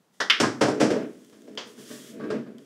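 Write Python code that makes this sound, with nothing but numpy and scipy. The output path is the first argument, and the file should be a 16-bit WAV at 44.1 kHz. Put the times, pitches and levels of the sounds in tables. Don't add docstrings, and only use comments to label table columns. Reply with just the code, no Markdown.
import sys
import numpy as np
from scipy import signal
from scipy.fft import rfft, irfft
from scipy.io import wavfile

SR = 44100
rng = np.random.default_rng(int(sys.argv[2]) if len(sys.argv) > 2 else 0)


def inscribe(sig):
    pcm = np.round(np.clip(np.atleast_2d(sig).T, -1, 1) * 32767)
    wavfile.write(sys.argv[1], SR, pcm.astype(np.int16))


N = 116865
T = np.arange(N) / SR
AGE = T[:SR]
CUE_S = .2015

# f/Hz, level/dB, t60/s
TABLE_MODES = [(143.6, -28.5, 0.35), (229.7, -26.5, 0.77), (306.7, -2.5, 0.38), (371.6, -10.5, 0.57),
               (424, -3, 0.32), (483.6, -8.5, 0.33), (577.7, -11, 0.26), (650, -13.5, 0.19)]
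# f/Hz, level/dB
BODY_COLOUR = [(100, -57.5), (230, -5), (310, -13), (430, 1.5), (620, -2), (800, -14), (1300, -33),
               (3000, -57.5)]


def from_db(db):
    return 10 ** (np.asarray(db) / 20)


def rms_one(x):
    return x / np.sqrt(np.mean(x ** 2) + 1e-20)


def dying(t60):
    return from_db(-60 * AGE / t60)


def rising(seconds):
    return 1 - np.exp(-AGE / seconds)


def add(out, s, sound):
    i = int(s * SR)
    out[i:i + len(sound)] += sound[:N - i]


def coloured(x, points, size=8192):
    hz, db = np.transpose(points)
    log_hz = np.log(np.fft.rfftfreq(size, 1 / SR) + 1)
    log_gain = np.log(from_db(np.interp(log_hz, np.log(hz), db)))
    cepstrum = irfft(log_gain)[:size // 2]
    cepstrum[1:] *= 2
    pulse = irfft(np.exp(rfft(cepstrum, size)))
    return signal.fftconvolve(x, pulse / np.linalg.norm(pulse))[:len(x)]


def even_noise():
    bins = signal.stft(rng.standard_normal(SR), nperseg=1024)[2]
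    evened = bins / np.sqrt(abs(bins) + 1e-9)
    return rms_one(signal.istft(evened, nperseg=1024)[1][:SR])


def ringing(modes, spread_db=3.0, damped_above_hz=800, damped_t60=.33):
    out = 0
    for k, (hz, db, t60) in enumerate(modes):
        decay = dying(min(t60, damped_t60) if hz > damped_above_hz else t60)
        strength = from_db(db + spread_db * rng.normal())
        out = out + strength * (-1) ** k * np.sin(2 * np.pi * hz * AGE) * decay
    return out


def reverberation():
    # f/Hz, t60/s
    decay_times = [(60, 0.2), (200, 0.53), (500, 0.3), (1200, 0.4), (2800, 0.28), (6000, 0.34),
                   (14000, 0.24)]
    hz, t60s = np.transpose(decay_times)
    spectrum = rfft(even_noise())
    log_hz = np.log(np.arange(SR // 2 + 1) + 1)
    tail = 0
    for share, t60 in zip(np.eye(len(hz)), t60s):
        band = irfft(spectrum * np.interp(log_hz, np.log(hz), share), SR)
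        tail = tail + band * dying(t60)
    return tail


def early_echoes(scatter_db=-20, scatter_s=.015):
    # delay/s, gain
    echoes = [(.003, 0.6), (.005, 1), (.007, .7), (.0086, .5), (.0106, .5), (.0136, .45), (.0157, .4)]
    path = from_db(scatter_db) * even_noise() * np.exp(-(AGE / scatter_s) ** 4) * rising(.001)
    for delay, gain in echoes:
        path[int(delay * SR)] += gain
    return path


def low_cut(x, low_cut_hz=103):
    return signal.sosfilt(signal.butter(6, low_cut_hz, "high", fs=SR, output="sos"), x)


def room_tone(level_db=-67):
    # f/Hz, level/dB
    colour = [(25, -37.5), (70, -26.5), (170, 3.5), (330, -4.5), (700, -7.5), (2000, -19.5), (6000, -24),
              (16000, -31)]
    return from_db(level_db) * coloured(rng.standard_normal(N), colour)


def swish():
    # t/s, level/dB
    envelope = [(.12, -81), (.14, -68), (1.2, -64.5), (1.26, -63.5), (1.64, -67.5), (1.68, -55),
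                (1.76, -61), (1.8, -51), (1.85, -52.5), (1.93, -45), (2.0, -49.5), (2.1, -51), (2.18, -64),
                (2.57, -74.5), (2.6, -66.5)]
    # t/s, level/dB
    ticks = [(1.248, -35), (1.299, -36), (1.42, -35.5), (1.553, -35), (2.584, -35)]
    # f/Hz, level/dB
    colour = [(300, -40.5), (1000, -13), (1800, -3.5), (2500, -10.5), (3300, -1.5), (4100, -9), (5200, -5),
              (7000, -5.5), (10000, -10), (16000, -19)]
    friction = from_db(np.interp(T, *np.transpose(envelope))) * rng.standard_normal(N)
    for s, db in ticks:
        add(friction, s, [from_db(db)])
    return coloured(friction, colour)


def rolling(ring_db=-4):
    # t/s, level/dB
    envelope = [(.2, -48.5), (.3, -47), (.55, -47.5), (.75, -34.5), (.88, -27.5), (1.03, -29),
                (1.12, -44.5), (1.28, -56.5), (1.42, -52.5), (1.54, -46.5), (1.7, -51), (1.82, -50),
                (2.05, -50), (2.17, -40.5), (2.36, -28.5), (2.45, -45), (2.57, -48.5), (2.65, -52.5)]
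    # f/Hz, level/dB
    colour = [(40, -59), (75, -38.5), (100, -14), (165, -11), (210, 5.5), (310, 3.5), (420, -3.5),
              (600, -19), (800, -28), (1600, -22.5), (3000, -29.5), (8000, -60)]
    rumble = coloured(rng.standard_normal(N), colour)
    ring = rms_one(signal.fftconvolve(rng.standard_normal(N), ringing(TABLE_MODES))[:N])
    weight = (T > CUE_S) * from_db(np.interp(T, *np.transpose(envelope)))
    return low_cut(weight * rms_one(rumble + from_db(ring_db) * ring))


def cue(snap_db=-18.5, room_db=-9):
    # f/Hz, level/dB
    colour = [(60, -35), (200, -10.5), (500, -0.5), (1000, -2.5), (1800, 2.5), (2500, -15.5), (3300, -3),
              (4100, -10), (5400, -7), (7500, -22), (10000, -30), (16000, -50)]
    # f/Hz, level/dB, t60/s
    shaft_modes = [(1540, -33, .22), (1790, -36, 0.37), (1940, -33.5, 1), (3580, -37, .16)]
    burst = even_noise() * dying(t60=.13) + from_db(room_db) * reverberation()
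    snap = from_db(snap_db) * coloured(burst, colour)
    out = np.zeros(N)
    add(out, CUE_S, (snap + ringing(shaft_modes)) * rising(.0045))
    return out


def rattling(spread_db=3.5):
    noise = rng.standard_normal(SR)
    grain_db = spread_db * np.repeat(rng.standard_normal(SR), SR // 2000)[:SR]
    return rms_one(noise * from_db(grain_db)) * dying(t60=.1)


def knocks(thud_hz=35, thud_under_crack_db=14):
    # t/s, attack/s, boom/dB, body/dB, wood/dB, crack/dB, rail ring/dB, rail
    hits = [(0.3996, 0.0014, -24.5, -25.5, -22, -23.5, -34, "far"),
            (0.433, 0.0019, -24, -30.5, -24.5, -59, -18.5, "far"),
            (0.6097, 0.006, -26, -15.5, -18.5, -26.5, -25, "far"),
            (.679, 0.0037, -36, -24.5, -31.5, -38.5, -29.5, "far"),
            (.712, 0.0021, -51, -32, -48, -64, -55, "far"),
            (0.7996, 0.01, -24.5, -14.5, -21, -25, -39, "far"),
            (.902, 0.0032, -33, -23, -29, -37.5, -64, "far"),
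            (.955, 0.0048, -38, -28, -72, -65.5, -55, "far"),
            (1.325, 0.0011, -70, -62.5, -58.5, -63.5, -66, "far"),
            (1.476, 0.00071, -53, -49, -61, -65, -68, "far"),
            (1.775, 0.0068, -43, -53, -55, -60, -61, "near"),
            (1.899, 0.005, -41.5, -47.5, -53, -79, -44, "near"),
            (2.195, 0.006, -43.5, -43, -44.5, -65, -38.5, "near"),
            (2.234, 0.002, -41, -49, -46, -69, -38, "near"),
            (2.301, 0.0025, -35, -42, -35, -47.5, -32.5, "near"),
            (2.461, 0.0019, -39.5, -50, -54, -90, -68, "near")]
    # f/Hz, level/dB
    boom = [(25, -44), (72, -53), (100, -27), (135, -9), (168, -17.5), (230, 0.5), (300, -4), (450, -12.5),
            (900, -70.5)]
    wood = [(300, 0.5), (650, -2.5), (980, -5), (1250, -4.5), (1600, -3.5), (2100, -10), (2800, -16.5),
            (5000, -18), (16000, -114)]
    crack = [(500, -43), (1800, 5), (3100, 6), (4000, -0.5), (5400, 7), (6600, 0.5), (7700, 0),
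             (9000, -6.5), (11000, -14), (12500, -25), (16000, -31)]
    rail_modes = {"far": [(942, 2.5, 0.078), (1049, -3, 0.18), (1243, 0, 0.067), (1620, -8, 0.18),
                  (1680, -11, 0.13)], "near": [(143.4, -8, 0.8), (239.8, 4, 0.52), (431.2, 6.5, 0.26),
                  (603, -4, 0.38), (645, -10.5, 0.25), (1135, -10.5, 0.36), (1230, -15, 0.31),
                  (1516, -16, 0.36), (1613, -11.5, 0.61), (1630, -22, 0.42)]}
    out, thuds = np.zeros(N), np.zeros(N)
    thud = np.sin(2 * np.pi * thud_hz * AGE) * dying(t60=.036)
    for s, attack_s, boom_db, body_db, wood_db, crack_db, rail_db, rail in hits:
        attack = rising(attack_s)
        table_ring = from_db(body_db) * ringing(TABLE_MODES)
        rail_ring = from_db(rail_db) * ringing(rail_modes[rail])
        knock = attack * (table_ring + rail_ring)
        for db, colour in ((boom_db, boom), (body_db, BODY_COLOUR), (wood_db, wood), (crack_db, crack)):
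            blow = attack * (reverberation() + rattling()) + early_echoes()
            blow[0] += 1
            knock += from_db(db) * coloured(blow, colour)
        add(out, s, knock)
        add(thuds, s, from_db(crack_db - thud_under_crack_db) * thud * attack)
    return low_cut(out) + thuds


def clacks(bloom_s=.0066):
    # t/s, level/dB, glancing share 0-1, early echoes/dB, room/dB, bed thump/dB
    collisions = [(0.2996, 8, 0.06, -2.5, -25, -47), (1.5752, -4.5, 0.75, -12, -28, -40),
                  (2.582, -35, 1, -9.5, -32.5, -77)]
    # f/Hz, level/dB
    full_colour = [(100, -48.5), (650, -25), (1300, -3.5), (2050, 0.5), (2400, -3.5), (3050, 3.5),
                   (3600, -2.5), (4200, -11), (5300, -9.5), (7000, -31), (9500, -35.5), (16000, -51.5)]
    glance_colour = [(100, -25.5), (500, -12), (1000, 0.5), (1700, -4.5), (2700, -8), (3200, 3.5),
                     (3800, -7.5), (4800, -3), (7000, -12.5), (9000, -30.5), (16000, -42.5)]
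    # f/Hz, level/dB, t60/s
    full_modes = [(1770, -40, 0.27), (2110, -29.5, 0.13), (2158, -31, 0.21), (2426, -37.5, 0.24),
                  (2600, -39, 0.79), (2860, -35.5, .33), (3100, -35, 0.27), (3370, -38, .3),
                  (3630, -44, 0.9)]
    glance_modes = [(3130, -16, 0.019), (3410, -17.5, 0.02), (4970, -21, .012), (1706, -23, 0.012)]
    out = np.zeros(N)
    bloom = rising(bloom_s)
    for s, db, glancing, echo_db, room_db, thump_db in collisions:
        path = from_db(echo_db) * early_echoes() + from_db(room_db) * reverberation() * bloom
        path[0] += 1
        full = coloured(path, full_colour) + ringing(full_modes) * bloom
        glance = coloured(path, glance_colour) * rising(.00067) + ringing(glance_modes) * rising(.00058)
        clack = from_db(db) * ((1 - glancing) * full + glancing * glance)
        thump = from_db(thump_db) * coloured(reverberation(), BODY_COLOUR)
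        add(out, s, clack + thump)
    return out


def scene():
    return (cue() + clacks() + knocks() + rolling() + swish() + room_tone())[None]


def record(dry, lopsided=.023, cutoff_hz=15750):
    rounded = np.tanh(dry)
    low_pass = signal.firwin(801, cutoff_hz, fs=SR)
    return signal.fftconvolve(rounded + lopsided * rounded ** 2, low_pass[None], "same", axes=1)


dry = scene()
out = record(dry)
inscribe(out)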